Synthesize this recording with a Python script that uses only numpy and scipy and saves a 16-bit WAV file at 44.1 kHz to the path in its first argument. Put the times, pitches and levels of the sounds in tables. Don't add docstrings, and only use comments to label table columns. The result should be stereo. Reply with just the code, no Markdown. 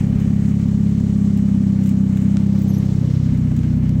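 import sys
import numpy as np
from scipy import signal
from scipy.fft import rfft, irfft
from scipy.io import wavfile

SR = 44100
rng = np.random.default_rng(int(sys.argv[2]) if len(sys.argv) > 2 else 0)


def store_wav(level_fs):
    pcm = np.round(np.clip(np.atleast_2d(level_fs), -1, 1) * 32767)
    wavfile.write(sys.argv[1], SR, pcm.T.astype(np.int16))


N = 176400
T = np.arange(N) / SR

# t/s, firing rate/Hz
FIRING_RATE = [(0.0, 33.81), (0.25, 34.14), (0.42, 33.62), (0.6, 34.42), (0.74, 33.74), (0.88, 34.51),
               (1.2, 33.64), (1.8, 32.52), (2.2, 32.38), (2.36, 33.21), (2.9, 32.5), (3.33, 32.14),
               (3.55, 30.98), (3.97, 32.27)]
# t/s, place (0 dashboard, 1 seat, 2 door)
MIC_PATH = [(0, 0.45), (.7, 0.17), (1.4, 0), (2.4, 0.11), (2.9, 0.49), (3.3, 1.84), (3.8, 2.1)]

# t/s, level/dB, t60/s, tilt/(dB/octave), pan L-R/dB
TICKS = [(0.199, -42, .15, 1, 4), (1.001, -41.5, .03, 3, -4), (1.3749, -32.5, 0.016, 3.5, -4),
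         (1.835, -41.5, 0.1, 2, 0), (1.8592, -38, 0.069, 3, -8), (1.8728, -37, .03, 7, 4),
         (1.8916, -33.5, 0.039, 4.5, -6), (2.172, -31.5, 0.022, 1, -22), (2.216, -49, 0.16, 7, -8),
         (2.619, -36.5, 0.017, 3, -10), (3.374, -37.5, 0.018, -1, 1), (3.5646, -37.5, 0.046, 1.5, 8),
         (3.59, -38, .03, -1, 9), (3.632, -36.5, 0.14, -4.5, 9), (3.8931, -32, 0.012, 1.5, 1)]
# t/s, peak/dB
KNOCKS = [(2.172, -36), (3.518, -31)]
# t/s, length/s, f/Hz, fundamental/dB, octave/dB
SQUEAKS = [(2.52, 0.046, 6900, -76, -67), (2.58, .025, 7260, -64, -55), (2.612, .04, 7550, -64, -52),
           (2.677, .042, 6300, -51, -52), (2.732, 0.031, 5800, -50, -54.5), (2.778, .014, 6300, -53, -49.5),
           (2.69, 0.15, 5730, -74, -64), (2.85, .016, 6200, -65, -66)]
# f/Hz, width/Hz, relative level/dB
CLICK_MODES = [(1400, 300, -21), (2300, 700, -22), (3500, 1300, -19), (5200, 1300, -20), (7400, 1000, -24)]

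# f/Hz, relative density/dB
TICK_SPECTRUM = [(600, -13), (1500, 5), (3000, 3), (4800, -8.5), (7000, 1), (8300, -5), (9800, -20),
                 (12700, -9.5), (15500, -16.5)]
WHIRR_SPECTRUM = [(500, -21), (850, -1), (1200, 1), (1450, -3), (1750, -0.5), (2150, -0.5), (2700, -5),
                  (3400, -12), (5000, -26.5)]
HISS_SPECTRUM = [(2200, -21.5), (3300, -0.5), (4100, -0.5), (5000, -2), (5800, -0.5), (7000, -9),
                 (9000, -47)]
TREBLE_SPECTRUM = [(4500, -23.5), (6400, 2.5), (7400, 2), (8300, 0.5), (9000, -6.5), (9700, -31.5),
                   (11000, -29), (12300, -11.5), (14000, -16.5), (15500, -12.5)]
RUMBLE_SPECTRUM = [(15, -16), (28, -18), (40, -11), (50, -7), (62, 6), (90, 7.5), (170, -5.5), (230, -13.5),
                   (280, 1), (380, -18.5), (600, -59)]
RASP_SPECTRUM = [(200, -13), (340, 2), (480, -2.5), (650, -9.5), (900, -13.5), (1300, -27), (2500, -41.5)]

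# t/s, level/dB
HUM_LEVEL = [(0, -46.5), (.6, -49.5), (1.4, -41), (1.8, -51), (2.6, -58.5), (4, -51)]
SHAKE_LEVEL = [(0, -34), (1.2, -48), (2.3, -43.5), (2.9, -40), (3.3, -41.5), (4, -43)]
RUMBLE_LEVEL = [(0, -38), (.9, -39.5), (2, -40), (2.8, -38.5), (3.2, -34), (4, -32.5)]
RASP_LEVEL = [(0, -41), (.5, -44.5), (1, -44.5), (2, -43), (2.8, -39.5), (3.25, -44.5), (3.6, -43.5),
              (4, -43.5)]
BURBLE_LEVEL = [(0, -25), (1.2, -28), (2.4, -27.5), (2.9, -32.5), (3.1, -28.5), (3.4, -26), (3.9, -24.5)]
# t/s, whirr/dB, hiss/dB, treble/dB, hiss pan L-R/dB
ENGINE_LEVELS = [(0, -45.5, -56, -53.5, -6), (.1, -52.5, -59, -59, -2), (.19, -47.5, -56, -57.5, -3.5),
                 (.3, -50, -57.5, -56, -6), (1, -52, -57, -56, -6), (2, -53, -58, -57.5, -6.5),
                 (2.2, -50, -59, -56, -6.5), (2.4, -51, -56, -58.5, -9.5), (2.75, -51.5, -54.5, -57, -12),
                 (3.25, -51, -53, -59, -6), (3.45, -51.5, -59.5, -59, 2), (3.7, -50.5, -56, -60, -7),
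                 (3.8, -51, -60.5, -63, 1), (4, -53, -59, -61, 3)]

# f/Hz, width/Hz, level/dB
BELT_WHINES = [(1150, 20, -60.5), (1264, 24, -64), (1473, 26, -63.5), (1564, 55, -71.5), (1890, 90, -66),
               (2092, 35, -64.5), (2310, 40, -69), (2986, 31, -61.5), (4195, 21, -68.5)]
# f/Hz, width/Hz, level/dB at dashboard, seat, door
PIPE_MODES = [(311.6, 7.6, -38.5, -36, -39), (403.5, 8.6, -48.5, -50.5, -52), (452.4, 10, -55, -46, -56),
              (494, 16, -60.5, -58.5, -64), (543, 8.8, -55, -44, -58.5), (597.8, 9.2, -54, -55, -50),
              (674.6, 4.8, -62, -64, -62), (777, 35, -57, -62, -60.5), (833, 23, -57, -65, -59)]
# f/Hz, width/Hz, signed coupling at dashboard, seat, door
CABIN_MODES = [(63.5, 18, -0.42, -0.68, 0.3), (137, 7.8, -0.059, 0.41, 0.19),
               (170.8, 58.6, -0.43, 0.17, 0.59), (192, 19, -0.7, 0.43, -1.185),
               (203.2, 24.9, 1.135, -.07, 0.072), (257.4, 17.3, 0.68, -0.023, 0.51)]


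def from_db(db):
    return 10 ** (np.asarray(db) / 20)


def unit_rms(x):
    return x / np.sqrt(np.mean(x ** 2) + 1e-20)


def curves(rows):
    times_s, *columns = np.transpose(rows)
    return [np.interp(T, times_s, column) for column in columns]


def panned(x, pan_db):
    gains = from_db(np.array([[.5], [-.5]]) * pan_db)
    return x * gains / gains.mean(0)


def resonate(x, hz, width_hz):
    r = np.exp(-np.pi * width_hz / SR)
    poles = [1, -2 * r * np.cos(2 * np.pi * hz / SR), r * r]
    return signal.lfilter(np.array([1, 0, -1]) * (1 - r * r) / 2, poles, x + 1e-18)


def struck(hits, hz, width_hz):
    return resonate(hits, hz, width_hz) * SR / (2 * np.pi * width_hz)


def noise(spectrum, tilt_db_per_oct=0, size=N):
    octave = np.log2(np.arange(size // 2 + 1) * SR / size + 1)
    hz, db = np.transpose(spectrum)
    shape_db = np.interp(octave, np.log2(hz), db) + tilt_db_per_oct * octave
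    return unit_rms(irfft(rfft(rng.standard_normal(size)) * from_db(shape_db), size))


def wide_noise(spectrum, side_db):
    return noise(spectrum) + from_db(side_db) * noise(spectrum) * np.array([[1], [-1]])


def cyclic_noise(spectrum, firings, repeat_share, side_db):
    cycle_s = .061
    size = int(cycle_s * SR)
    grid = np.arange(size) / size
    mid, side = [np.interp(firings / 2, grid, noise(spectrum, size=size), period=1) for _ in range(2)]
    repeating = mid + from_db(side_db) * side * np.array([[1], [-1]])
    return np.sqrt(repeat_share) * repeating + np.sqrt(1 - repeat_share) * wide_noise(spectrum, side_db)


def drift(rate_hz):
    r = np.exp(-2 * np.pi * rate_hz / SR)
    return unit_rms(signal.lfilter([1], [1, -2 * r, r * r], rng.standard_normal(N + SR))[SR:])


def impulses(times_s, strengths):
    out = np.zeros(N)
    out[np.clip((times_s * SR).astype(int), 0, N - 1)] = strengths
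    return out


def puffs(times_s, strengths, width_ms):
    u = np.arange(-SR // 20, SR // 20 + 1) / SR * 1000 / width_ms
    return signal.fftconvolve(impulses(times_s, strengths), (1 - u * u) * np.exp(-u * u / 2), "same")


def hand_ticks():
    out = np.zeros((2, N))
    age_s = T[:SR // 5]
    for start_s, db, t60_s, tilt_db_per_oct, pan_db in TICKS:
        start = int(start_s * SR)
        tick = from_db(db - 4 - 60 * age_s / t60_s) * noise(TICK_SPECTRUM, tilt_db_per_oct, len(age_s))
        out[:, start:start + len(age_s)] += panned(tick, pan_db)[:, :N - start]
    return out


def hand_knocks():
    times_s, peak_db = np.transpose(KNOCKS)
    return struck(impulses(times_s, from_db(peak_db)), hz=615, width_hz=130)


def grip_squeaks():
    out = np.zeros(N)
    rad_per_hz = 2 * np.pi * np.cumsum(1 + .024 * drift(1200)) / SR
    for start_s, length_s, hz, fundamental_db, octave_db in SQUEAKS:
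        on = (T > start_s) & (T < start_s + length_s)
        swell = np.sqrt(2 * np.abs(np.sin(np.pi * (T[on] - start_s) / length_s)))
        phase = hz * rad_per_hz[on]
        tone = from_db(fundamental_db) * np.sin(phase) + from_db(octave_db) * np.sin(2 * phase)
        out[on] += swell * tone
    return panned(out, pan_db=15)


def plastic_click():
    hit = impulses(times_s=np.array([2.3703]), strengths=.6)
    snap = sum(from_db(db) * struck(hit, hz, width_hz) for hz, width_hz, db in CLICK_MODES)
    return panned(signal.sosfilt(signal.butter(8, 8600, fs=SR, output="sos"), snap), pan_db=-14)


def engine_noise(firings):
    whirr_db, hiss_db, treble_db, pan_db = curves(ENGINE_LEVELS)
    throb_db = 1.1 * np.cos(2 * np.pi * firings) + 1.4 * drift(36)
    whirr = cyclic_noise(WHIRR_SPECTRUM, firings, repeat_share=.45, side_db=.6)
    whirr *= from_db(whirr_db + throb_db)
    whines = sum(from_db(db) * unit_rms(resonate(rng.standard_normal((2, N)), hz, width_hz))
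                 for hz, width_hz, db in BELT_WHINES)
    hiss = from_db(hiss_db + drift(30)) * wide_noise(HISS_SPECTRUM, side_db=.5)
    treble = from_db(treble_db + 1.3 * drift(30)) * wide_noise(TREBLE_SPECTRUM, side_db=.7)
    flicker = from_db(.55 * drift(12))
    return flicker * (panned(whirr + whines, -1.5) + panned(hiss, pan_db) + panned(treble, .52 * pan_db))


def pipe_tone(firings):
    return panned(from_db(curves(HUM_LEVEL)[0]) * np.sin(2 * np.pi * 12 * firings), pan_db=4)


def body_shake(firings):
    note = (1 + .5 * drift(6)) * np.sin(2 * np.pi * 1.5 * firings + .5 * drift(5))
    return panned(from_db(curves(SHAKE_LEVEL)[0]) * unit_rms(note), pan_db=2)


def gas_noise(firings):
    rumble = from_db(curves(RUMBLE_LEVEL)[0]) * wide_noise(RUMBLE_SPECTRUM, side_db=-20)
    rasp_db = curves(RASP_LEVEL)[0] + 1.6 * np.cos(2 * np.pi * (firings + .08))
    rasp = from_db(rasp_db) * cyclic_noise(RASP_SPECTRUM, firings, repeat_share=.3, side_db=-4.5)
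    return panned(rumble, pan_db=1.8) + panned(rasp, pan_db=5.5)


def pipe_rings(times_s, lope, place):
    out = np.zeros(N)
    for hz, width_hz, *levels_db in PIPE_MODES:
        kicks = impulses(times_s, 1 + 1.1 * lope + .25 * rng.standard_normal(len(times_s)))
        ring = resonate(resonate(kicks, hz, width_hz), hz, width_hz=110)
        out += from_db(np.interp(place, [0, 1, 2], levels_db)) * unit_rms(ring)
    return out


def silencer_burble(times_s, strengths, hz=239.7, width_hz=48.4):
    drive = puffs(times_s, strengths, width_ms=1.47)
    burble = resonate(resonate(drive, hz, width_hz), hz, width_hz)
    return from_db(curves(BURBLE_LEVEL)[0]) * unit_rms(burble)


def cabin_boom(times_s, strengths, place, lag_ms=1.23, sway_db=.7):
    drive = puffs(times_s + lag_ms / 1000, strengths, width_ms=1.47)
    out = np.zeros(N)
    for hz, width_hz, *couplings in CABIN_MODES:
        gain = np.interp(place, [0, 1, 2], couplings) * from_db(sway_db * drift(3.2))
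        out += gain * resonate(drive, hz, width_hz)
    return out


def exhaust(firings, jitter_ms=.06, lope_ms=.09, low_cut_hz=40.5, left_lag_ms=.35):
    index = np.arange(int(firings[-1]) + 1)
    lope = (-1.) ** index
    time_scatter, thump_scatter, boom_scatter, burble_scatter = rng.standard_normal((len(index), 4)).T
    times_s = np.interp(index, firings, T) + (jitter_ms * time_scatter - lope_ms * lope) / 1000
    place, = curves(MIC_PATH)
    out = .45 * puffs(times_s, 1 + .03 * thump_scatter, width_ms=1.77)
    out += cabin_boom(times_s, 1 + .14 * boom_scatter, place)
    out += silencer_burble(times_s, lope + .45 * burble_scatter)
    out += pipe_rings(times_s, lope, place)
    low_cut = signal.butter(3, low_cut_hz, "high", fs=SR, output="sos")
    out = signal.sosfiltfilt(low_cut, out, padlen=SR // 10)
    shift_s = left_lag_ms / 1000 / 2
    stereo = np.array([np.interp(T - shift_s, T, out), np.interp(T + shift_s, T, out)])
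    return panned(stereo, pan_db=2.5)


def scene():
    firings = np.cumsum(curves(FIRING_RATE)[0]) / SR - .399
    car = exhaust(firings) + body_shake(firings) + pipe_tone(firings)
    car += gas_noise(firings) + engine_noise(firings)
    return car + hand_ticks() + hand_knocks() + grip_squeaks() + plastic_click()


def record(dry, cutoff_hz=15950):
    return signal.sosfilt(signal.ellip(12, .1, 90, cutoff_hz, fs=SR, output="sos"), dry)


dry = scene()
out = record(dry)
store_wav(out)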